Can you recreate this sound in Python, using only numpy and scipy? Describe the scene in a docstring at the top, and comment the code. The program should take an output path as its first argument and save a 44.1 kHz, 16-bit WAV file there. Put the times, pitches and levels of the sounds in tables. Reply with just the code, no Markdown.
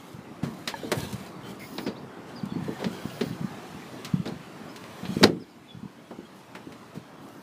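"""A fibreglass boat hatch is gripped, raised, lowered, raised again, dropped shut and lifted once more.
Blows of hand and lid flex the hollow deck and excite its modes; rim, hinge and latch click and ring.
Stick-slip friction makes the squeaks and the rub of palms over the gelcoat.
Behind are the wash of a boatyard and a few birds. An automatic gain control ducks after the slam."""
import sys
import numpy as np
from scipy import signal
from scipy.fft import rfft, irfft
from scipy.io import wavfile
from scipy.ndimage import uniform_filter1d

SR = 44100
rng = np.random.default_rng(int(sys.argv[2]) if len(sys.argv) > 2 else 0)


def log_audio(samples):
    """Write samples as a 16-bit WAV file to the path given in sys.argv[1]."""
    # one column per channel
    frames = np.atleast_2d(samples).T
    # limit to full scale, then quantise
    limited = np.clip(frames, -1, 1)
    pcm = np.round(limited * 32767).astype(np.int16)
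    wavfile.write(sys.argv[1], SR, pcm)


N = 327436
TIME = np.arange(N) / SR
SLAM_S = 5.235


def amp(db):
    """Amplitude ratio of a level in decibels."""
    return np.exp(np.asarray(db) * np.log(10) / 20)


def unit_rms(x):
    """Normalisation to a mean power of 1."""
    return x / np.sqrt(np.mean(x ** 2) + 1e-20)


def unit_energy(x):
    """Normalisation to a total energy of 1."""
    return x / np.sqrt(np.sum(x ** 2) + 1e-20)


def curve_at(points, hz):
    """Interpolation on a log-frequency axis."""
    f, value = np.transpose(points)
    return np.interp(np.log(hz + 1), np.log(f + 1), value)


def add(mix, start_s, sound):
    """Superposition: a sound joins the mix at its start time."""
    part = mix[max(round(start_s * SR), 0):][:len(sound)]
    part += sound[:len(part)]


def coloured(x, gain_db, size=2048):
    """Minimum-phase filtering by a gain given as a function of frequency."""
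    log_gain = np.log(amp(gain_db(abs(np.fft.fftfreq(size, 1 / SR)))))
    taps = np.fft.ifft(np.exp(np.conj(signal.hilbert(log_gain)))).real
    return signal.fftconvolve(x, taps[:size // 2])[:len(x)]


def patchy_noise(spectrum, patchy_db, size=1024):
    """Random modulation: coloured noise whose level drifts in patches of time and frequency."""
    hz = np.fft.rfftfreq(size, 1 / SR)
    real, imag, patches = rng.standard_normal((3, N // (size // 4) + 5, len(hz)))
    patches = unit_rms(uniform_filter1d(uniform_filter1d(patches, size=16, axis=0), size=4, axis=1))
    frames = (real + 1j * imag) * amp(curve_at(spectrum, hz) + patchy_db * patches)
    return unit_rms(signal.istft(frames.T, nperseg=size, noverlap=size * 3 // 4)[1][:N])


def gesture(onset_s, length_s, level_db, rise_s, release_s):
    """Envelope of a movement: exponential growth up to the onset, a hold, exponential decay."""
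    early, late = np.maximum(onset_s - TIME, 0), np.maximum(TIME - onset_s - length_s, 0)
    return amp(level_db) * np.exp(-np.minimum(early / rise_s + late / release_s, 20))


def boatyard(treble_hz=2200):
    """Ambient noise: far traffic and breeze merge into a wash that slowly swells and brightens."""
    # spectrum of the wash: frequency_hz, level_db
    spectrum = [(18, -54.5), (30, -72), (122, -2.5), (167, 1), (190, 0.5), (274, 0.5), (415, -3.5),
                (448, -5), (485, -8), (859, -8), (1110, -9.5), (1870, -18), (3980, -27), (5170, -30.5),
                (15000, -42)]
    # its slow drift: time_s, level_db, treble_lift_db
    drift = [(0, -45.5, 0.5), (.9, -44, 3), (2.1, -43, -1), (3.1, -41, 4), (3.9, -43, 7), (4.6, -41.5, 3.5),
             (5.4, -45, 7.5), (6.1, -43, 5), (6.8, -42.5, 4.5), (7.42, -44.5, -0.5)]
    time_s, level_db, lift_db = np.transpose(drift)
    wash = patchy_noise(spectrum, patchy_db=2.0)
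    treble = signal.sosfiltfilt(signal.butter(2, treble_hz, "high", fs=SR, output="sos"), wash)
    lift = amp(np.interp(TIME, time_s, lift_db)) - 1
    return amp(np.interp(TIME, time_s, level_db)) * (wash + treble * lift)


def birds(waver=0.0134, flutter_db=3.0, echo_db=-8):
    """Frequency modulation: near-pure whistles glide and waver, with faint reverberation from the yard."""
    # arched chirps: start_s, length_s, level_db, reference_pitch_hz
    chirps = [(1.836, .074, -47, 5380), (2.343, 0.076, -48, 5210), (5.392, .061, -45.5, 5630),
              (5.477, 0.077, -55, 5350)]
    # the arch flicks up, slides and drops away: length_share, pitch_ratio
    arch = [(0, 0.7), (.2, 0.96), (.72, .86), (1, 0.42)]
    # straight peeps: start_s, length_s, level_db, first_hz, last_hz
    peeps = [(1.95, 0.049, -53, 3100, 5140), (2.475, 0.062, -54, 3490, 3350), (2.491, 0.1, -55, 4400, 4410),
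             (4.67, .06, -56, 4680, 5480), (5.677, .05, -40, 3555, 3330), (6.245, 0.038, -51, 3320, 3240)]
    notes = [(s, length, db, np.multiply(arch, [1, hz])) for s, length, db, hz in chirps]
    notes += [(s, length, db, [(0, first), (1, last)]) for s, length, db, first, last in peeps]
    out = np.zeros(N)
    for start_s, length_s, level_db, contour in notes:
        progress = np.linspace(0, 1, round(length_s * SR))
        wobble = unit_rms(uniform_filter1d(rng.standard_normal(SR), size=120))[:len(progress)]
        hz = np.interp(progress, *np.transpose(contour)) * (1 + waver * wobble)
        envelope = amp(level_db + flutter_db * wobble[::-1]) * np.sin(np.pi * progress)
        add(out, start_s, envelope * np.sin(2 * np.pi * np.cumsum(hz) / SR))
    reverb = unit_energy(rng.standard_normal(SR // 2) * np.exp(-TIME[:SR // 2] / 0.047))
    return out + amp(echo_db) * signal.fftconvolve(out, reverb)[:N]


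def swing_hiss():
    """Shaped noise: a thin hiss follows the lid as it swings upward."""
    # upward swings: onset_s, length_s, level_db, rise_s
    swings = [(1.597, 0.24, -48.5, 0.0032), (3.093, 0.2, -50, 0.13)]
    # spectrum of the hiss: frequency_hz, level_db
    spectrum = [(500, -4), (2000, -14), (3500, -4), (5100, 3), (5900, -8), (6700, -0.5), (8000, -12),
                (9400, -4.5), (10400, -2.5), (11600, -7), (12700, -9), (13700, -6), (14600, 1.5)]
    envelope = sum(gesture(*swing, release_s=0.028) for swing in swings)
    return envelope * patchy_noise(spectrum, patchy_db=2.5)


def air_rush(noise, peak_db=-40.5, swell_db_per_s=38, fade_db_per_s=134):
    """Displacement: the falling lid drives out a rush of air that swells up to the slam."""
    below_peak_db = np.maximum(swell_db_per_s * (SLAM_S - TIME), fade_db_per_s * (TIME - SLAM_S))
    return amp(peak_db - below_peak_db) * unit_rms(noise)


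def grit(ticks_per_s=75, gain_db=7.0, spread_db=7.0, tick_s=0.00046, band_hz=(2500, 10800)):
    """Shot noise: specks of salt and grit catch under the hand in sparse bright ticks."""
    impulses = amp(spread_db * rng.uniform(-1, 1, N)) * (rng.random(N) < ticks_per_s / SR)
    bursts = signal.lfilter([1], [1, -np.exp(-1 / (tick_s * SR))], impulses) * rng.standard_normal(N)
    return amp(gain_db) * signal.sosfilt(signal.butter(1, band_hz, "band", fs=SR, output="sos"), bursts)


def friction(slips_per_s=700, slip_gain=0.41, spread_db=2):
    """Friction noise: returns a rub grainy with tiny slips, and the panel's resonant response to it."""
    # spectrum of the rub: frequency_hz, level_db
    spectrum = [(50, -12), (110, 11), (300, 18), (700, 10.5), (1200, 1), (2500, -1.5), (4000, -2),
                (6500, -2.5), (10000, -3.5), (15000, -6.5)]
    # resonances of the rubbed lid: centre_hz, width_hz
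    resonances = [(1850, 1600), (3150, 340), (4000, 310)]
    sizes = amp(spread_db * np.minimum(rng.exponential(size=N), 4)) * rng.choice([-1, 1], N)
    slips = sizes * (rng.random(N) < slips_per_s / SR)
    grains = unit_rms(coloured(slips, lambda f: curve_at(spectrum, f)))
    rub = unit_rms(patchy_noise(spectrum, patchy_db=4.5) + slip_gain * grains)
    panel = sum(signal.lfilter(*signal.iirpeak(hz, hz / width, SR), rub) for hz, width in resonances)
    return rub, unit_rms(panel)


def palms(rub, panel, rise_s=0.029, release_s=0.039, pressure_db=0.84):
    """Sliding friction: each stroke over the gelcoat wavers in level with the uneven pressure."""
    # strokes of skin and rim: onset_s, length_s, level_db, panel_db
    strokes = [(0, 0.14, -53, -13), (0.467, 0.21, -53, -12), (0.762, 0.11, -48, 2), (0.98, 0.016, -37, -13),
               (1.026, .012, -41.5, -3), (1.09, 0.18, -48, -1), (1.472, 0.045, -47, -8),
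               (2.29, 0.016, -53.5, 8), (2.645, 0.31, -51, -2), (2.938, 0.41, -53, 11.5),
               (6.365, 0.036, -53, -18), (7.23, 0.18, -54, -22)]
    gritty = rub + grit()
    out = np.zeros(N)
    for *stroke, panel_db in strokes:
        out += gesture(*stroke, rise_s, release_s) * unit_rms(gritty + amp(panel_db) * panel)
    pressure = unit_rms(uniform_filter1d(uniform_filter1d(rng.standard_normal(N), size=600), size=150))
    return out * amp(pressure_db * (pressure + 0.5))


def squeaks(width_hz=86, rise_s=0.0014, release_s=0.0085):
    """Stick-slip excitation: rim and hinge set one narrow resonance singing with a rough edge."""
    # short squeaks: onset_s, length_s, level_db, pitch_hz
    slips = [(1.6, 0.054, -46.5, 2150), (1.434, 0.08, -53.5, 3110), (3.1, 0.011, -44, 2880),
             (2.6, 0.18, -52, 1790)]
    out, drive = np.zeros(N), rng.standard_normal(N)
    for *slip, hz in slips:
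        tone = unit_rms(signal.lfilter(*signal.iirpeak(hz, hz / width_hz, SR), drive))
        out += tone * gesture(*slip, rise_s, release_s)
    return out


def ring(modes, length=SR // 10):
    """Free vibration: a struck body sounds as a sum of damped sines, here in random phase."""
    t = TIME[:length]
    hz, level_db, t60_s = np.transpose(modes)[:, :, None]
    turns = hz * t + rng.random(hz.shape)
    return (amp(level_db - 60 * t / t60_s) * np.sin(2 * np.pi * turns)).sum(0)


def latch(open_s=0.74, knock_db=-26.5):
    """Impulse response: the steel catch rings when jolted; the opening latch knocks in its housing."""
    # jolts of the catch: start_s, strength_db
    jolts = [(.677, -27), (1.7821, -30), (4.276, -32.5), (5.231, -24), (5.239, -6.5)]
    # modes of the catch: pitch_hz, level_db, t60_s
    catch_modes = [(3870, 1, 0.019), (3870, 8, 0.012), (4280, 3, .028), (4490, -1, 0.024),
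                   (4860, 2.5, 0.017), (5450, -0.5, .015)]
    # modes of the hollow housing: pitch_hz, level_db, t60_s
    housing_modes = [(556, -12, 0.24), (905, 3.5, 0.043), (1710, -5, 0.071)]
    out = np.zeros(N)
    for start_s, strength_db in jolts:
        add(out, start_s, amp(strength_db) * ring(catch_modes) / 2)
    add(out, open_s, amp(knock_db) * ring(housing_modes))
    return out


def hull(modes_db, wash_db, rise_s=0.00073, size=256):
    """Modal and diffuse response: a blow rings the hull, and the cockpit scatters the sound."""
    # modes of lid and hull: pitch_hz, level_db, t60_s
    modes = [(133.6, -1.5, 0.2), (183.7, -2, 0.27), (227.3, -5.5, 0.26), (277, -12.5, 0.23),
             (333, -6.5, 0.26), (380.5, 2, 0.1), (422, -5, 0.25), (447.4, 1.5, 0.24), (550, -6.5, 0.3),
             (741, -11, 0.3), (933, -4.5, 0.31), (1150, -10, 0.14), (1383, -4, 0.16), (1600, 0.5, 0.085),
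             (1800, -15, .13), (2004, 8, 0.05), (2620, 6, 0.039), (2840, -3, 0.087), (3690, 7, 0.039),
             (4160, 15, 0.065), (4770, 13, 0.1), (4900, 5, 0.074)]
    # decay of the scattered sound: frequency_hz, t60_s
    decay = [(100, 0.33), (350, 0.23), (1000, 0.19), (4000, 0.15), (12000, 0.12)]
    t = TIME[:SR // 3]
    ringing = ring(modes, len(t))
    hz, age_s, frames = signal.stft(rng.standard_normal(len(t)), SR, nperseg=size)
    fade = amp(-60 * age_s / curve_at(decay, hz)[:, None])
    wash = signal.istft(frames * fade, SR, nperseg=size)[1][:len(t)]
    response = amp(modes_db) * unit_energy(ringing) + amp(wash_db) * unit_energy(wash)
    return response * (1 - np.exp(-t / rise_s))


def clacks(sizzle_hz=6500, firm_s=0.0173, drag_share=0.68):
    """Hard impact: a contact chatters for milliseconds, a broadband force that sets the lid ringing."""
    # contacts of rim, hinge and latch: start_s, level_db, knock_db, knock_edge_hz, sizzle_db, decay_s
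    contacts = [(0.427, -3.5, 10, 1700, 2, 0.029), (0.6744, 11, -4, 1300, -1.5, 0.018),
                (0.917, 9, 4.5, 1700, 6.5, 0.0084), (.923, 2, 10, 2600, 0, 0.0075),
                (1.127, -6.5, -5, 1400, 11, 0.011), (1.784, 2.5, 4.5, 1560, -15, 0.0098),
                (1.862, 1.5, 3.5, 1100, -10, 0.022), (2.456, -16, -3, 1400, 9, 0.003),
                (2.785, -4, 12.5, 1400, -5, 0.044), (2.843, 6, -0.5, 3200, -12, 0.009),
                (3.2098, 6, -2.5, 1100, -10, 0.014), (4.047, 4, -19, 1400, -0.5, 0.016),
                (4.254, 0, 4, 1400, -5, 0.021), (4.276, -5, 15.5, 1200, 0, 0.021),
                (4.761, -4.5, -7, 1400, 1, 0.011), (4.84, -11.5, 3.5, 4000, -4, 0.002),
                (5.0531, 0.5, -5, 1400, -26, 0.0085), (5.2298, 17, 1.5, 1400, -3, 0.012),
                (5.2356, 18, 5, 2000, -8, 0.0016), (5.2391, 19.5, 6, 1600, -4, 0.0023),
                (5.242, 16, 10, 1400, -3, 0.003), (5.2543, -1, -10, 1800, -2, 0.0043),
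                (5.273, 1, -11, 2000, -3, .004), (6.107, -14.5, 24.5, 1610, 3, 0.02),
                (6.5491, -5.5, 12, 3120, 3, 0.019), (6.721, -10.5, 6.5, 3600, 2, 0.018),
                (6.944, -10, 5, 1400, 6, 0.028)]
    # spectrum common to all contacts: frequency_hz, gain_db
    spectrum = [(60, -23.5), (200, 6.5), (480, 0), (720, -1), (1000, -4.5), (1900, -3), (3100, -6),
                (4100, -6), (5100, -9.5), (6500, -12.5), (9000, -17), (12500, -23.5), (15000, -21)]
    out, t = np.zeros(N), TIME[:SR // 3]
    for start_s, level_db, knock_db, knock_edge_hz, sizzle_db, decay_s in contacts:
        rise_s = max(drag_share * (decay_s - firm_s), 1 / SR)  # a dragging contact builds up gradually
        fade = np.exp(-t / decay_s) * (1 - np.exp(-t / rise_s))
        # a run of tiny taps: scattered in time, even in spectrum
        phase = np.angle(rfft(rng.standard_normal(len(t)) * fade))
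        chatter = unit_energy(irfft(np.exp(1j * phase), len(t)) * np.sqrt(fade))
        rung = chatter + signal.fftconvolve(chatter, hull(modes_db=-16.5, wash_db=-6.5))[:len(t)]
        gain_db = lambda f: (curve_at(spectrum, f)
                             + knock_db / (1 + (f / knock_edge_hz) ** 4)
                             + sizzle_db * f ** 6 / (f ** 6 + sizzle_hz ** 6))
        add(out, start_s, amp(level_db) * coloured(rung, gain_db))
    return out


def fumbles(bumps_per_s=22, pitch_hz=177, octaves=0.25, spread_db=2, ring_db=0, cycles=0.51):
    """Irregular impacts: rows of bumps from shifting fingers, uneven in time, strength and pitch."""
    # changes of grip: start_s, length_s, level_db
    grips = [(1.08, 0.15, -33), (1.48, 0.067, -32), (2.55, 0.096, -22.5), (3.23, 0.088, -24),
             (3.74, 0.041, -30), (4.27, 0.059, -22.5), (5, 0.16, -26.5), (5.73, 0.074, -24)]
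    rows = []
    for start_s, length_s, level_db in grips:
        count = max(round(length_s * bumps_per_s), 1)
        for k, (jitter, force, spot) in enumerate(rng.uniform(-0.986, 1, size=(20, 3))[:count]):
            time_s = start_s + length_s * (k + .5 + .5 * jitter) / count
            hz = pitch_hz * 2 ** (octaves * spot)
            rows.append((time_s, level_db + spread_db * force, hz, ring_db, cycles))
    return rows


def rebounds(count=10, gap_s=0.019, jitter_s=.002, first_db=-9, fade_db_per_s=91,
             pitch_hz=252, octaves=0.11, ring_db=-4.5, cycles=0.56):
    """Inelastic collisions: rows of ever weaker bumps as the dropped lid shudders on its seal."""
    rows = []
    for k, (jitter, spot) in enumerate(rng.uniform(-1, 1, (count, 2))):
        time_s = SLAM_S + (k + 1) * gap_s + jitter_s * jitter
        level_db = first_db - fade_db_per_s * k * gap_s
        rows.append((time_s, level_db, pitch_hz * 2 ** (octaves * spot), ring_db, cycles))
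    return rows


def flex(turns, cycles, rise_share=0.4):
    """Damped oscillation: the panel's swing builds up, then decays over so many cycles."""
    swing = np.exp(-np.logaddexp(-turns / (rise_share * cycles), turns / cycles))
    return np.sin(2 * np.pi * turns) * swing / swing.max()


def bumps(contact_cycles=0.38, lead_s=.02, size=5000):
    """Soft impact: a push flexes the panel, and the brief contact makes the hollow hull boom."""
    # dull blows of hand and lid on the deck: time_s, level_db, pitch_hz, ring_db, decay_cycles
    blows = [(0.147, -30.5, 138, -16, .6), (0.189, -30.5, 185, -5, 0.55), (.436, -13.5, 185, -3, 0.36),
             (.474, -30, 217, 2, 0.84), (.835, -28, 473, 0, 1.3), (.847, -23.5, 312, 0, .8),
             (0.922, -21, 360, -10, 2.7), (.926, -24, 610, -3, 3.3), (.973, -24, 132, 0, 0.8),
             (1.033, -23, 140, -0.5, 0.67), (1.136, -28, 150.2, -10, 0.49), (1.146, -21.5, 134, -9, 0.53),
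             (1.794, -30, 260, 2.5, 0.69), (1.867, -18.5, 290, -1.5, 0.83), (1.876, -24, 435, -0.5, 1.1),
             (1.884, -24, 199.7, -13, 1.3), (2.436, -18.5, 190, -5, .65), (2.523, -22.5, 202, -6, 0.53),
             (2.56, -22, 208, 2.5, 0.61), (2.683, -26.5, 460, -2, 1.35), (2.692, -18.5, 284, -1, 0.44),
             (2.822, -26.5, 520, 4, 0.81), (2.849, -21.5, 363, -2.5, 0.57), (2.865, -20.5, 210, -2.5, 1.4),
             (3.056, -17, 195, -22, 0.36), (3.215, -18.5, 414, -7, 2), (3.217, -20.5, 227, -15, 1.5),
             (3.238, -23, 228, -13, 1), (3.311, -21.5, 195, -9, .6), (3.412, -21.5, 168, -3.5, 0.64),
             (3.446, -18.5, 198, -13, 0.75), (4.141, -11, 176, -5, 0.6), (4.201, -17, 163, -20, 0.65),
             (4.261, -24, 324, 6, 0.6), (5.093, -21.5, 169, -4, 0.5), (5.169, -11, 219, -7, 0.35),
             (5.213, -18, 430, -8, 1.2), (5.224, -11, 200, -7, 0.95), (5.235, -11, 260, 1, .6),
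             (5.2432, -1, 340, -4, 0.6), (5.252, -8, 452, -14.5, 2.9), (5.256, -16, 173, -3, 0.77),
             (5.298, -4.5, 294, -2.5, 0.45), (5.832, -19, 210, -5.5, .65), (5.857, -20.5, 189, -20, .6),
             (6.19, -20.5, 278, -4, .55), (6.672, -23.5, 278, -1.5, 0.61), (6.957, -30.5, 300, 3, 0.67),
             (6.975, -26, 180, -1, 0.54)]
    out, t = np.zeros(N), TIME[:size] - lead_s
    for time_s, level_db, hz, ring_db, cycles in blows + fumbles() + rebounds():
        push = flex(hz * t, cycles)
        contact = flex(hz * t, contact_cycles)
        boom = unit_energy(signal.fftconvolve(contact, hull(modes_db=-8, wash_db=-2.5)))
        add(out, time_s - lead_s, amp(level_db) * push)
        add(out, time_s - lead_s, amp(level_db + ring_db) * np.linalg.norm(push) * boom)
    return out


def scene(low_cut_hz=68, rush_panel_db=-2):
    """Superposition at one small microphone, which loses the deepest part of the blows."""
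    impacts = bumps() + clacks()
    rub, panel = friction()
    movement = palms(rub, panel) + swing_hiss() + air_rush(rub + amp(rush_panel_db) * panel)
    low_cut = signal.butter(2, low_cut_hz, "high", fs=SR, output="sos")
    hatch = signal.sosfiltfilt(low_cut, impacts + movement + squeaks())
    return (hatch + latch() + boatyard() + birds())[None]


def record(dry, threshold_db=-24, recovery_db_per_s=6, slope=0.54, attack_s=0.049,
           ceiling=.88, edge_hz=15400):
    """Compression: the gain ducks after loud blows and creeps back; peaks clip; the band is limited."""
    power_db = 10 * np.log10(abs(uniform_filter1d(dry[0] ** 2, size=900)) + 1e-12)
    recovery_db = TIME * recovery_db_per_s
    held_db = np.maximum.accumulate(power_db + recovery_db) - recovery_db
    over_db = np.maximum(held_db - threshold_db, 0)
    pole = np.exp(-1 / (attack_s * SR))
    duck_db = slope * signal.lfilter([1 - pole], [1, -pole], over_db)
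    clipped = np.clip(dry / amp(duck_db), -ceiling, ceiling)
    low_pass = signal.firwin(511, edge_hz, window=("kaiser", 9), fs=SR)
    return signal.oaconvolve(clipped, low_pass[None], "same")


dry = scene()
out = record(dry)
log_audio(out)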